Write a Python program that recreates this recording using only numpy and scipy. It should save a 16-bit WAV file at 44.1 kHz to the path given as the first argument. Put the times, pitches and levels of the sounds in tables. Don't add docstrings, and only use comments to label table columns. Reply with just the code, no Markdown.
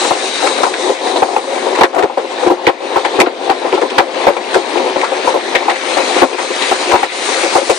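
import sys
import numpy as np
from scipy import signal
from scipy.fft import rfft, irfft, next_fast_len
from scipy.io import wavfile
from scipy.ndimage import uniform_filter1d, map_coordinates

SR = 44100
rng = np.random.default_rng(int(sys.argv[2]) if len(sys.argv) > 2 else 0)


def put_to_file(sound):
    columns = np.atleast_2d(sound).T
    safe = np.clip(columns, -1, 1)
    whole_steps = np.round(safe * 32767)
    wavfile.write(sys.argv[1], SR, whole_steps.astype(np.int16))


def makeup_ratio(level_db):
    decades = np.asarray(level_db, float) / 20
    return 10 ** decades


N = 343098


def unit(x):
    return x / np.sqrt(np.mean(x ** 2) + 1e-20)


def along(points, hz):
    f, v = np.transpose(points)
    return np.interp(np.log(hz + 1), np.log(f + 1), v)


def wobble(rate):
    knots = rng.standard_normal(int(N * rate / SR) + 4)
    return map_coordinates(knots, [np.arange(N) * rate / SR])


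def filtered(x, response):
    m = next_fast_len(x.shape[-1] + 4096)
    spectrum = rfft(x, m) * response(np.fft.rfftfreq(m, 1 / SR))
    return irfft(spectrum, m)[..., :x.shape[-1]]


def resonance(f, hz, width_hz):
    return 1j * f * width_hz / (hz * hz - f * f + 1j * f * width_hz)


def hum(hz, width_hz):
    return unit(filtered(rng.standard_normal((2, N)), lambda f: resonance(f, hz, width_hz) ** 2))


def rush(spectrum, patchy_db, grain_db):
    z = signal.stft(rng.standard_normal((2, N)), nperseg=512)[2]

    def field(bins, frames):
        noise = rng.standard_normal(z.shape[1:])
        return unit(uniform_filter1d(uniform_filter1d(noise, size=bins, axis=0), size=frames, axis=1))

    aimed = 0.6
    z[1] = aimed * z[0] * np.exp(2j * field(12, 60)) + np.sqrt(1 - aimed ** 2) * z[1]
    pair = signal.istft(z * makeup_ratio(patchy_db * field(6, 8)), nperseg=512)[1][:, :N]
    return unit(filtered(pair * makeup_ratio(grain_db * wobble(250)), lambda hz: makeup_ratio(along(spectrum, hz))))


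def lead_in():
    lift_s, rise_s = 0.0083, 0.075
    force = np.zeros(N)
    for s, db, *_ in blows():
        force[round((s - lift_s) * SR)] += makeup_ratio(0.67 * db - 11.5)
    rise = np.exp(-np.arange(SR // 2)[::-1] / SR / rise_s)
    return 20 * np.log10(1 + np.abs(signal.fftconvolve(force, rise)[SR // 2 - 1:][:N]))


def wash():
    # (time [s], drag level [dB], water level [dB])
    wash_moves = [(0.0, -23, -26), (0.84, -20.5, -30.5), (1.82, -22, -35), (2.01, -21, -37),
                  (2.47, -22, -37.5), (2.77, -19.5, -39.5), (3.05, -22.5, -36.5), (3.34, -20, -40),
                  (3.7, -22, -39), (4.16, -19.5, -36), (4.87, -20, -35), (5.74, -23, -34),
                  (6.09, -21, -27.5), (6.39, -19.5, -25.5), (6.72, -23, -26.5), (7.13, -21, -28),
                  (7.48, -23, -24.5), (7.78, -23, -23)]
    # (time [s], level [dB] on the swish)
    sheet_moves = [
        (0, 0),
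        (1.3, -2),
        (2.2, 2),
        (4.6, 2.5),
        (5.8, 4),
        (7.78, 1.5),
    ]
    # (time [s], level [dB] against the swish)
    nozzle_moves = [
        (0, -9),
        (.65, -9),
        (1.3, -14),
        (3, -27),
    ]
    # (centre [Hz], width [Hz], level [dB] against the scrub)
    drive_hums = [
        (373, 62, -10),
        (525, 21.6, -9.5),
    ]
    # (frequency [Hz], level [dB per Hz])
    scrub_colour = [(50, -103), (100, -55.5), (257, -5), (360, 0), (524, 0), (614, -2.5), (772, 0),
                    (1040, -2.5), (1450, -23.5), (1800, -13), (2340, -36), (3960, -120)]
    # (frequency [Hz], level [dB per Hz])
    swish_colour = [(710, -37.5), (1200, -2.5), (1320, -4.5), (1760, -3.5), (2180, -1.5), (2370, -2.5),
                    (2920, -7), (3320, -7), (3850, -5.5), (5200, -16.5), (6760, -24.5), (11400, -120)]
    # (frequency [Hz], level [dB per Hz])
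    spray_colour = [(2350, -65), (4000, 0.5), (5150, -4), (6130, -1.5), (7540, -5), (8950, -1.5),
                    (9360, -5), (10600, -18), (13700, -59), (22000, -120)]

    t = np.arange(N) / SR
    s, *levels = np.transpose(wash_moves)
    drag_db, water_db = [np.interp(t, s, level) for level in levels]
    sheet_db = np.interp(t, *np.transpose(sheet_moves))
    near_db = lead_in()

    swish_wet, spray_drag, lead_in_wet = 0.53, 0.06, 0.4
    scrub_db = 2.5 + drag_db + near_db
    swish_db = 5 + sheet_db + (1 - swish_wet) * drag_db + swish_wet * water_db + lead_in_wet * near_db
    spray_db = 5 + spray_drag * drag_db + water_db + lead_in_wet / 2 * near_db

    drag = wobble(22)
    drone = sum(makeup_ratio(db) * hum(hz, width_hz) for hz, width_hz, db in drive_hums)
    whistle_db = np.interp(t, *np.transpose(nozzle_moves)) + 4.3 * wobble(14)
    whistle = makeup_ratio(whistle_db) * hum(3830, 420)
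    scrub = makeup_ratio(scrub_db + 1.3 * drag + 1.2 * wobble(45)) * (rush(scrub_colour, 1.2, 1.5) + drone)
    swish = makeup_ratio(swish_db + 0.28 * drag) * (rush(swish_colour, patchy_db=1.5, grain_db=0.7) + whistle)
    spray = makeup_ratio(spray_db + 1.35 * drag) * rush(spray_colour, patchy_db=1.4, grain_db=0.4)
    return scrub + swish + spray


def aimed_noise(count, size):
    shake = rng.standard_normal((count, 2, size))
    share = 0.7
    late = np.roll(shake[:, 0], rng.integers(-40, 40), axis=1)
    shake[:, 1] = share * late + np.sqrt(1 - share ** 2) * shake[:, 1]
    return shake


def contact(t, length, rise, fall):
    length = np.clip(length, .003, .08)
    release = np.exp(np.minimum((t - length) / (fall * length + 0.0011), 50))
    return (1 - np.exp(-t / rise)) / (1 + release)


def add(track, s, sound):
    start = round(s * SR)
    track[:, start:start + sound.shape[1]] += sound


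def splats():
    # (time [s], peak level [dB], centre [Hz], fizz level [dB])
    big_splats = [(0.464, -7.5, 1340, -11), (.633, -7, 1270, -8), (.735, -8, 1660, -21),
                  (1.158, -14, 3860, -21), (1.782, -11, 1540, -12), (1.8088, -4.5, 1210, -17),
                  (1.8334, 5.5, 1570, -17), (1.982, -2.5, 1320, -12), (2.024, -2, 1210, -15),
                  (2.174, -11, 1320, -16), (2.4668, -13.5, 1230, -10), (2.6664, 4.5, 1800, -26),
                  (3.047, -5, 1810, -14), (3.2003, 2, 2100, -8), (3.2605, -3, 1320, -35),
                  (3.497, -7.5, 1320, -17), (3.72, -15, 2200, -17), (3.813, -11, 1700, -11),
                  (3.9818, 4, 1360, -22), (4.2684, -6, 1730, -17), (4.365, -10, 2300, -14),
                  (4.5407, -7.5, 1470, -7), (5.042, -7, 1290, -14), (5.55, -1, 1940, -28),
                  (5.695, -4, 1810, -15), (5.967, -12.5, 1310, -5), (6.22, -9, 1220, -18),
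                  (6.953, -6.5, 1370, -15), (7.0284, -2, 1880, -15), (7.6987, -6.5, 2520, -2)]
    # (time [s], peak level [dB], centre [Hz])
    small_flicks = [(.578, -12.5, 1240), (1.224, -16, 1520), (1.368, -28, 1330), (1.75, -12, 1890),
                    (1.794, -17, 2300), (1.946, -6.5, 1400), (2.96, -22, 1400), (3.74, -15, 3070),
                    (3.8989, -10.5, 2620), (4.77, -14.5, 2510), (5.012, -11, 2050), (5.756, -11, 1830),
                    (6.327, -6, 2400), (6.384, -5, 1870), (6.62, -11, 2530), (6.682, -16, 1910),
                    (6.917, -8.5, 1400), (7.435, -14, 2190)]
    # (frequency [Hz], level [dB per Hz])
    wet_colour = [(900, -13), (1400, -7.5), (2000, -3), (3000, -5), (4500, -5), (7000, -42)]
    # (frequency [Hz], level [dB per Hz])
    fizz_colour = [(3000, -49), (4500, 0.5), (7000, -2.5), (9000, -1.5), (12000, -36), (16000, -41)]

    flick_fizz_db = -10
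    track, t = np.zeros((2, N + SR)), np.arange(SR // 6) / SR
    for s, db, hz, fizz_db in [*big_splats, *[(*row, flick_fizz_db) for row in small_flicks]]:
        shake = aimed_noise(count=2, size=len(t))
        drops = makeup_ratio(3 * unit(uniform_filter1d(rng.standard_normal(len(t)), size=110)))
        body = unit(filtered(drops * shake[0],
                             lambda f: makeup_ratio(along(wet_colour, f)) * resonance(f, hz, 0.32 * hz)))
        fizz = unit(filtered(drops * shake[1], lambda f: makeup_ratio(along(fizz_colour, f))))
        burst = contact(t, 0.016, 0.00037, 0.35)
        trickle = makeup_ratio(-9 - 60 * t / 0.18) * (1 - np.exp(-t / 0.002))
        add(track, s, makeup_ratio(db - 4.5) * ((burst + trickle) * body + makeup_ratio(fizz_db) * burst * fizz))
    return track[:, :N]


def blows():
    # (time [s], peak level [dB], contact [ms])
    boom_blows = [
        (3.19, -7, 12),
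        (6.222, 6, 21),
    ]
    # (time [s], peak level [dB], contact [ms])
    roof_blows = [(.463, -12, 8.8), (.863, -24, 49), (.892, -1.5, 13), (1.134, -10, 11), (1.57, -23, 11),
                  (1.665, -8, 24), (1.979, -1, 36), (2.029, 11.5, 16.3), (2.243, -5.5, 13), (2.46, 1, 18),
                  (2.499, 4, 30), (2.67, 12, 9.2), (3.144, -7.5, 10), (3.186, 6.5, 30), (3.21, 1.5, 36),
                  (3.267, 6.5, 6.3), (3.473, -10, 19), (3.726, -1, 26), (3.816, 0.5, 21), (4.55, 1.5, 27.7),
                  (4.755, -3, 20), (4.793, -2, 15), (4.957, -0.5, 12), (5.637, -17.5, 30), (6.162, -1, 16),
                  (3.915, -1.5, 7.3), (6.326, 1, 20), (6.501, -3, 8.7), (6.892, -9, 9.9), (7.431, -3, 13)]
    # (time [s], peak level [dB], contact [ms])
    door_blows = [(.578, -6, 7.7), (1.157, -3, 12), (1.471, -12.5, 85), (1.786, 0.5, 6.1), (1.809, 18, 3.4),
                  (2.171, 4, 27), (2.37, -24, 17), (2.427, -7.5, 63), (2.803, -6.5, 35), (3.402, -26, 110),
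                  (3.644, -4, 6.2), (5.116, -6.5, 23), (4.161, -13, 14), (4.266, 4.5, 22), (4.28, 3.5, 21),
                  (4.426, -19, 22), (4.854, -11, 21), (5.339, 2.5, 26), (5.549, 1.5, 8.3),
                  (5.966, -4.5, 45), (6.234, -11, 27), (6.777, -19, 32), (6.845, -17, 26), (6.935, 7, 6.7),
                  (7.459, -6, 11), (7.574, -4, 21), (7.613, -6.5, 18), (7.693, 6, 22)]
    # (time [s], peak level [dB], contact [ms])
    glass_blows = [(.106, 0, 15), (.152, -12, 21), (.42, -8, 35), (.632, 5.5, 4.6), (.664, -2, 12),
                   (1.047, -13.5, 100), (1.22, 4.5, 11), (1.28, -9, 41), (1.363, 5.5, 5.1),
                   (1.836, 12.5, 6.6), (1.929, -3.5, 87), (1.958, 3, 68), (2.097, 4.5, 5.6),
                   (2.689, 4.5, 11), (2.958, 2.9, 16), (3.047, -3.3, 16), (3.494, -1, 22.4), (3.98, 9, 9.1),
                   (3.999, 1, 24), (4.365, 0.5, 8), (5.296, -35, 12), (5.679, -0.9, 37), (6.095, -12, 26),
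                   (6.216, 10, 20), (6.712, 4, 11.3), (7.027, 5, 10.3), (7.552, 4.5, 12.6)]
    # (time [s], peak level [dB], contact [ms])
    pillar_blows = [
        (.044, -7.5, 8),
        (3.777, -2.5, 8.5),
        (5.029, -6, 21),
        (5.274, -0.3, 13.7),
        (5.605, -15, 54),
        (6.382, -1.5, 27),
        (6.914, -3, 79),
        (6.95, -2, 4.3),
    ]
    parts = [(boom_blows, 264), (roof_blows, 367.6), (door_blows, 529.8), (glass_blows, 763),
             (pillar_blows, 931)]
    return [(s, db, hz, ms / 1000) for rows, hz in parts for s, db, ms in rows]


def cabin(f):
    # (centre [Hz], width [Hz], level [dB])
    cabin_modes = [
        (352.7, 16.3, 1),
        (557, 70, 2),
        (621, 414, 0),
        (780, 320, 1.5),
        (1070, 111, -6),
        (1320, 125, -10.5),
    ]
    return sum((-1) ** k * makeup_ratio(db) * resonance(f, hz, width_hz)
               for k, (hz, width_hz, db) in enumerate(cabin_modes))


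def thumps():
    spot_spread, ragged_db = 0.04, 1.5
    track, t = np.zeros((2, N + SR)), np.arange(SR // 6) / SR
    for s, db, hz, length in blows():
        shake = aimed_noise(count=2, size=len(t))
        hz = hz * (1 + spot_spread * rng.standard_normal())
        drift = .75 * np.sqrt(hz / 400) * unit(uniform_filter1d(shake[0], size=300))
        sag = 1 + 0.16 * np.exp(-t / 0.0059)
        phase = 2 * np.pi * hz * np.cumsum(sag) / SR + drift - drift[0, 0]
        panel = np.sqrt(2) * np.sin(phase)
        shell = unit(filtered(shake[1], lambda f: cabin(f) * resonance(f, hz, 1.7 * hz)))
        tail = makeup_ratio(-3 - 60 * t / 0.17) * (1 - np.exp(-t / 0.001))
        blow = contact(t, length, 0.96 / hz, 0.42)
        blow = blow * makeup_ratio(ragged_db * unit(uniform_filter1d(rng.standard_normal(len(t)), size=160)))
        add(track, s, makeup_ratio(db - 6.5) * makeup_ratio(-0.5) * (blow * panel + (blow + tail) * shell))
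    return track[:, :N]


def ports(pair):
    # (frequency [Hz], left-right likeness [0-1])
    port_likeness = [(60, 0.11), (120, 0.78), (260, 0.88), (540, 0.7), (1120, 0.33), (2340, 0.069),
                     (4860, 0.45), (10100, 0.065)]
    # (frequency [Hz], left over right [dB])
    port_lean = [(110, 5), (300, 4), (700, 6), (1800, 2.5), (3300, 7), (10000, 5)]

    def turned(hz):
        angle = np.arccos(np.clip(along(port_likeness, hz), 0, 1)) / 2
        return np.array([np.cos(angle), np.sin(angle)])

    mid, side = filtered(pair, turned)
    return filtered(np.array([mid + side, mid - side]),
                    lambda hz: makeup_ratio(np.outer([.5, -.5], along(port_lean, hz))))


def scene():
    panels = signal.butter(5, 231, "high", fs=SR, output="sos")
    return ports(signal.sosfilt(panels, thumps() + splats()) + wash())


def ducking(dry):
    lag_s, knee_db, ratio = 0.071, -10, 1.113
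    bass_hz, bass_db = 340, 2
    u = np.arange(SR // 2) / SR / lag_s
    felt = filtered(dry, lambda f: 1 + makeup_ratio(bass_db) / (1 + (f / bass_hz) ** 6))
    lag = (u * np.exp(1 - u)) ** 3
    power = np.abs(signal.fftconvolve(np.mean(felt ** 2, axis=0), lag / lag.sum())[:N])
    return (1 + power / makeup_ratio(2 * knee_db)) ** (-ratio / 2)


def flickering_treble(x, top_hz):
    # (frequency [Hz], share of frames [0-1])
    treble_share = [
        (9650, .68),
        (10340, .17),
        (12500, .07),
    ]
    band_hz = 690
    hz, _, z = signal.stft(x, SR, nperseg=2048)
    for low in np.arange(9650, top_hz, band_hz):
        band = (hz >= low) & (hz < low + band_hz)
        loudness = np.log(np.sum(np.abs(z[:, band]) ** 2, axis=(0, 1)) + 1e-20)
        loudness = loudness + rng.normal(0, .3, z.shape[2])
        z[:, band] *= loudness > np.quantile(loudness, 1 - along(treble_share, low))
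    return signal.istft(z, SR, nperseg=2048)[1][:, :N]


def roll_off(x):
    return signal.sosfilt(signal.butter(12, 15700, fs=SR, output="sos"), x)


def record(dry):
    top_hz, rumble_cut_hz = 15700, 55
    x = dry * ducking(dry)
    ceiling = np.where(x > 0, .97, 1)
    x = x / (1 + np.abs(x / ceiling) ** 14) ** (1 / 14)
    x = filtered(x, lambda f: (f < top_hz) / np.sqrt(1 + (rumble_cut_hz / (f + 1)) ** 6))
    mix = flickering_treble(x, top_hz)
    return roll_off(mix)


dry = scene()
out = record(dry)
put_to_file(out)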